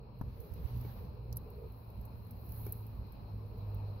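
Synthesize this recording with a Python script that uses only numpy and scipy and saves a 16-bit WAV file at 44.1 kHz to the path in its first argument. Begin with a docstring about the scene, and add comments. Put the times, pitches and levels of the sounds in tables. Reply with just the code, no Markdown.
"""A thin high hiss, drip ticks and a hollow trickle: a garden hose connector leaks at a water butt.
Escaping water hisses, spits and spatters; the trickle rings in the tub.
The hand-held camera is bumped as it swings round, air puffs on its microphone,
and a hand knocks on the hollow plastic as it takes hold.
Behind are a low outdoor rumble and a far engine whose drone slowly falls."""
import sys
import numpy as np
from scipy import signal
from scipy.fft import rfft, irfft, next_fast_len
from scipy.io import wavfile
from scipy.ndimage import uniform_filter1d, map_coordinates

SR = 44100
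rng = np.random.default_rng(int(sys.argv[2]) if len(sys.argv) > 2 else 0)


def store_wav(level_fs):
    """Save 16-bit WAV to argv[1]."""
    pcm = np.round(np.clip(np.atleast_2d(level_fs), -1, 1) * 32767)
    wavfile.write(sys.argv[1], SR, pcm.T.astype(np.int16))


N = 176400

# spatter, loudest as the camera swings past the leak: t/s, level/dB
SPATTER_LEVEL = [(0, -102), (.3, -73), (.62, -69.5), (.74, -66), (.88, -65), (1.05, -73), (1.2, -82.5),
                 (2.4, -77.5), (2.65, -69.5), (2.9, -77)]


def amp(db):
    """Decibels to gain."""
    return 10 ** (np.asarray(db) / 20)


def unit(x):
    """Scale to rms 1."""
    return x / np.sqrt(np.mean(x ** 2) + 1e-20)


def along(points, hz):
    """Interpolate (f/Hz, value) points on a log axis."""
    f, v = np.transpose(points)
    return np.interp(np.log(hz + 1), np.log(f + 1), v)


def curve(rows):
    """Interpolate (t/s, value) points per sample."""
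    return np.interp(np.arange(N) / SR, *np.transpose(rows))


def wobble(rate_hz):
    """Smooth random curve, rate_hz knots a second."""
    knots = rng.standard_normal(int(N * rate_hz / SR) + 4)
    return map_coordinates(knots, [np.arange(N) * rate_hz / SR])


def pan(db):
    """Stereo gains, left over right by db."""
    return amp(np.array([[db], [-db]]) / 2)


def filtered(x, response):
    """Apply a gain given as a function of f/Hz."""
    size = next_fast_len(N + SR // 2)
    return irfft(rfft(x, size) * response(np.fft.rfftfreq(size, 1 / SR)), size)[..., :N]


def coloured(x, spectrum, size=4096):
    """Minimum-phase filter of unit energy."""
    cepstrum = irfft(np.log(amp(along(spectrum, np.fft.rfftfreq(size, 1 / SR)))))
    cepstrum[1:size // 2] *= 2
    cepstrum[size // 2 + 1:] = 0
    impulse = irfft(np.exp(rfft(cepstrum)))
    return signal.fftconvolve(x, impulse[None] / np.linalg.norm(impulse), axes=1)[:, :N]


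def rush(spectrum, patchy_db):
    """Stereo noise of rms 1, gain patchy in time and frequency."""
    # left-right likeness: f/Hz, coherence
    coherence = [(30, 0.89), (60, 0.92), (130, 0.89), (250, 0.63), (450, 0.73), (900, -0.033),
                 (4000, -0.012), (12000, 0.081)]

    def mid_side_gains(hz):
        angle = np.arccos(np.clip(along(coherence, hz), -1, 1)) / 2
        return amp(along(spectrum, hz)) * [np.cos(angle), np.sin(angle)]

    bins = signal.stft(rng.standard_normal((2, N)), nperseg=512)[2]
    patches = uniform_filter1d(rng.standard_normal(bins.shape[1:]), size=8, axis=0)
    patches = uniform_filter1d(patches, size=10, axis=1)
    pair = signal.istft(bins * amp(patchy_db * unit(patches)), nperseg=512)[1][:, :N]
    mid, side = filtered(pair, mid_side_gains)
    return unit(np.array([mid + side, mid - side]))


def add(track, at_s, sound):
    """Mix a sound into a track."""
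    part = track[:, round(at_s * SR):][:, :sound.shape[-1]]
    part += sound[..., :part.shape[1]]


def struck(modes, t, attack_s):
    """Damped modes set off by a soft contact."""
    ring = sum(amp(db - 60 * t / t60_s) * np.sin(2 * np.pi * hz * t) for hz, db, t60_s in modes)
    return (1 - np.exp(-t / attack_s)) * ring


def engine():
    """Far drone, sinking in pitch, fading in and out on the air."""
    # drone: t/s, level/dB
    level = [(0, -56.5), (.63, -59), (.74, -38), (.85, -43), (.95, -52.5), (1.18, -52), (1.36, -42),
             (1.45, -57), (2.1, -50), (2.44, -54), (2.54, -46.5), (2.83, -45.5), (3.16, -58), (3.32, -42.5),
             (3.52, -46.5), (3.63, -39.5), (3.89, -40), (4, -48)]
    # partials: multiple of pitch, level/dB
    partials = [(.5, -12.5), (1, -0.5), (1.5, -20.5), (2, -25.5)]
    start_hz, sag_hz_per_s = 124.6, 6.1
    pitch_hz = (start_hz - sag_hz_per_s * np.arange(N) / SR) * (1 + 0.005 * wobble(12))
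    phase = 2 * np.pi * np.cumsum(pitch_hz) / SR
    tone = sum(amp(db + 0.79 * wobble(9)) * np.sin(k * phase + rng.uniform(0, 2 * np.pi))
               for k, db in partials)
    return np.sqrt(2) * amp(curve(level)) * tone * pan(-1.3)


def outdoors():
    """Near-mono rumble under a diffuse far wash."""
    # envelopes: t/s, level/dB
    rumble_level = [(0, -50.5), (.28, -48.5), (.39, -47.5), (.98, -43), (1.15, -46), (2, -47.5),
                    (3.25, -47), (3.9, -48.5)]
    wash_level = [(0, -62.5), (.3, -64.5), (.6, -60), (1.3, -60), (1.8, -60.5), (3.2, -59.5), (4, -57.5)]
    # spectra: f/Hz, relative density/dB
    rumble_spectrum = [(12, -23.5), (24, -9), (40, -7.5), (57, 4), (78, -2.5), (100, -2), (135, -8),
                       (165, -10), (230, -14), (320, -25), (600, -81.5)]
    wash_spectrum = [(100, -13), (300, -1), (500, -0.5), (700, -4), (950, -1), (1250, -10), (1550, -19),
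                     (2000, -25.5), (2500, -15), (3050, -25.5), (3600, -30.5), (4100, -13.5), (4800, -26.5),
                     (5400, -27), (6200, -71), (8000, -81.5)]
    rumble = amp(curve(rumble_level) + 1.3 * wobble(12)) * rush(rumble_spectrum, patchy_db=1.58)
    wash = amp(curve(wash_level) + wobble(5.82)) * rush(wash_spectrum, patchy_db=1.26)
    return rumble * pan(-1.4) + wash * pan(3)


def hiss():
    """Thin hiss of the leaking connector, with fine droplets ticking in it."""
    # hiss: t/s, level/dB
    level = [(0, -90), (.2, -81.5), (.42, -68.5), (.66, -69.5), (.85, -65), (1.02, -68), (1.14, -79.5),
             (1.3, -79.5), (1.5, -74), (2.2, -74), (2.42, -66.5), (2.6, -55.5), (2.8, -66), (2.95, -73.5),
             (3.3, -78), (3.7, -73.5), (4, -78)]
    # hiss and droplets: f/Hz, relative density/dB
    spectrum = [(2000, -20), (6300, -38), (7500, -54.5), (8800, -64), (9800, -20.5), (11000, -4.5),
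                (12400, -1.5), (13700, -3.5), (15650, -1.5), (16000, -31)]
    count, ticks_per_s = 900, 250
    when, size_rank, side = rng.random((count, 3)).T
    onsets = (when * count / ticks_per_s * SR).astype(int)
    tick_db = -12 - 5 * np.log(size_rank + 0.039)  # many faint, few loud
    ticks = np.zeros((2, N))
    ticks[:, onsets] = amp(tick_db) * np.sqrt([side, 1 - side])
    droplets = coloured(ticks * np.sqrt(SR / ticks_per_s), spectrum)
    jet = amp(0.85 * wobble(27)) * rush(spectrum, patchy_db=2.5)
    return amp(curve(level)) * (jet + droplets)


def spatter():
    """Leaking water spatters: broad noise with a fast flutter."""
    # spatter: f/Hz, relative density/dB
    spectrum = [(300, -23), (900, 10.5), (1700, 4), (2600, 1.5), (3300, -1), (4300, 2), (5500, -4.5),
                (6800, -13), (8200, -35), (12000, -11.5)]
    return amp(curve(SPATTER_LEVEL) + wobble(40)) * rush(spectrum, patchy_db=1.5)


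def trickle():
    """Trickling water rings in the hollow tub."""
    # trickle: t/s, level/dB
    level = [(0, -62), (.2, -65.5), (.5, -57), (.66, -59.5), (.9, -69), (1.01, -57.5), (1.12, -62),
             (1.45, -62), (1.57, -57), (1.67, -55.5), (1.74, -69.5), (2.63, -68.5), (2.72, -63), (3.2, -75),
             (3.33, -62.5), (3.9, -62.5)]
    # tub resonance: f/Hz, relative density/dB
    resonance = [(250, -26.5), (360, -0.5), (425, 10.5), (490, 8.5), (530, -0.5), (610, 0.5), (800, -36),
                 (3000, -91)]
    return amp(curve(level) + 1.2 * wobble(15)) * rush(resonance, patchy_db=-1.5)


def drips_and_clicks():
    """Drips, spits and finger clicks: a crack, then a snap and a bright ring over a lower one."""
    # small drips: t/s, level/dB
    drip_times = [(.189, -69), (.213, -63.5), (0.402, -56.5), (0.538, -57.5), (.774, -59), (0.812, -58),
                  (1.503, -62), (1.722, -64), (1.903, -64), (2.013, -63.5), (2.053, -57.5), (2.267, -66),
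                  (2.309, -56), (2.491, -57.5), (2.521, -53), (2.665, -50.5), (2.867, -62), (3.122, -61.5),
                  (3.578, -67)]
    # spits of air and water, finger clicks on plastic:
    # t/s, level/dB, crack re ring/dB, ring f/Hz, lower ring/dB, pan/dB, t60/s
    clicks = [(1.3267, -53.5, 11, 11300, -4, -8, 0.036), (1.3603, -55.5, 9, 11100, -20, 2, 0.047),
              (1.3697, -41.5, 18, 11000, -16, -2, 0.04), (2.7238, -38, 15, 12300, -39, 1, 0.025),
              (3.747, -54, 14, 15500, -22, -2, .015)]
    # ring spectra: f/Hz, relative density/dB
    bright_spectrum = [(5000, -58), (8300, -38.5), (9500, -18.5), (10600, -2.5), (12200, 4.5), (13800, -3),
                       (15500, 1), (16800, -13.5)]
    lower_spectrum = [(2000, -34.5), (3500, -19), (4400, -5), (5500, 1), (6400, -7), (7200, -12.5),
                      (8300, -29), (12000, -54)]
    ring_db, ring_half_width_hz = 14, 1500
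    snap_db, snap_t60_s = 3, 0.016
    drip_crack_db, drip_hz, drip_t60_s = 6.5, 13200, 0.06
    spatter_db = curve(SPATTER_LEVEL)
    drip_lower_db = -17 + (spatter_db - spatter_db.mean()) / 2  # fuller in loud spatter
    drips = [(at_s, db, drip_crack_db, drip_hz, drip_lower_db[round(at_s * SR)], 0, drip_t60_s)
             for at_s, db in drip_times]
    bright, lower = np.zeros((2, 2, N))
    t = np.arange(SR // 10) / SR
    hz = np.fft.rfftfreq(len(t), 1 / SR)
    for at_s, db, crack_db, ring_hz, lower_db, pan_db, t60_s in clicks + drips:
        gain = amp(db) * pan(pan_db)
        envelope = gain * (amp(-60 * t / t60_s) + amp(snap_db - 60 * t / snap_t60_s)) / 2
        resonance = 1 + amp(ring_db) / (1 + 1j * (hz - ring_hz) / ring_half_width_hz)
        ring = unit(irfft(rfft(rng.standard_normal((2, len(t)))) * resonance, len(t)))
        add(bright, at_s, amp(crack_db) * gain)  # one-sample crack
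        add(bright, at_s, envelope * ring)
        add(lower, at_s, amp(lower_db) * pan(pan_db) * envelope * rng.standard_normal((2, len(t))))
    return coloured(bright, bright_spectrum) + coloured(lower, lower_spectrum)


def contact(at_s, body, scuff_db):
    """One handling contact: the struck body's sound plus a dull scuff."""
    # scuff: f/Hz, relative density/dB
    spectrum = [(230, 5.5), (400, -4.5), (580, -10), (950, -4.5), (1400, -13), (2100, -26.5), (3000, -38),
                (6000, -38), (8000, -68)]
    scuff_t60_s = 0.037
    thump, scuff = np.zeros((2, 2, N))
    t = np.arange(body.shape[-1]) / SR
    grit = rng.standard_normal(len(t)) + 2 * rng.standard_normal((2, len(t)))  # centre + wide
    add(thump, at_s, body)
    add(scuff, at_s, amp(scuff_db - 60 * t / scuff_t60_s) * grit)
    return thump + coloured(scuff, spectrum)


def camera_bump():
    """The swinging camera is bumped: a low dead thump."""
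    # camera modes: f/Hz, level/dB, t60/s
    modes = [(58, -8.5, .05), (133, 3, 0.032), (215, -4.5, 0.027)]
    t = np.arange(SR // 4) / SR
    thump = amp(-26.5) * struck(modes, t, attack_s=0.0021) * pan(3)
    return contact(at_s=0.2125, body=thump, scuff_db=-41.5)


def air_puffs():
    """The swing pushes air on the microphone, nearly all on the right port."""
    # puffs: t/s, level/dB
    puffs = [(0.403, -33), (0.522, -31), (0.654, -25.5), (0.702, -45)]
    puff_hz, sigma_s, left_db = 72, 0.007, -20
    t = np.arange(N) / SR
    push = np.zeros(N)
    for at_s, db in puffs:
        envelope = amp(db) * np.exp(-((t - at_s) / sigma_s) ** 2 / 2)
        push += envelope * np.cos(2 * np.pi * puff_hz * (t - at_s))
    return np.array([amp(left_db) * push, push])


def plastic_knocks():
    """Soft gritty knocks on hollow plastic, the last as the hand takes hold."""
    # knocks: t/s, level/dB
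    knocks = [(.848, -46.5), (2.666, -42)]
    # plastic modes: f/Hz, level/dB, t60/s
    modes = [(337, -7, 0.1), (402, 2.5, 0.059), (810, -6.5, 0.034), (2260, -14.5, 0.047)]
    ring = struck(modes, np.arange(SR // 4) / SR, attack_s=0.0008)
    return sum(contact(at_s, amp(db) * ring, scuff_db=db - 8) for at_s, db in knocks)


def scene():
    """Leak and handling close by, outdoors behind."""
    background = engine() + outdoors()
    leak = (hiss() + spatter() + trickle()) * pan(-1.3)
    return background + leak + drips_and_clicks() + camera_bump() + air_puffs() + plastic_knocks()


def record(dry):
    """The camera's band limit."""
    top_hz = 16500
    return filtered(dry, lambda hz: hz < top_hz)


dry = scene()
out = record(dry)
store_wav(out)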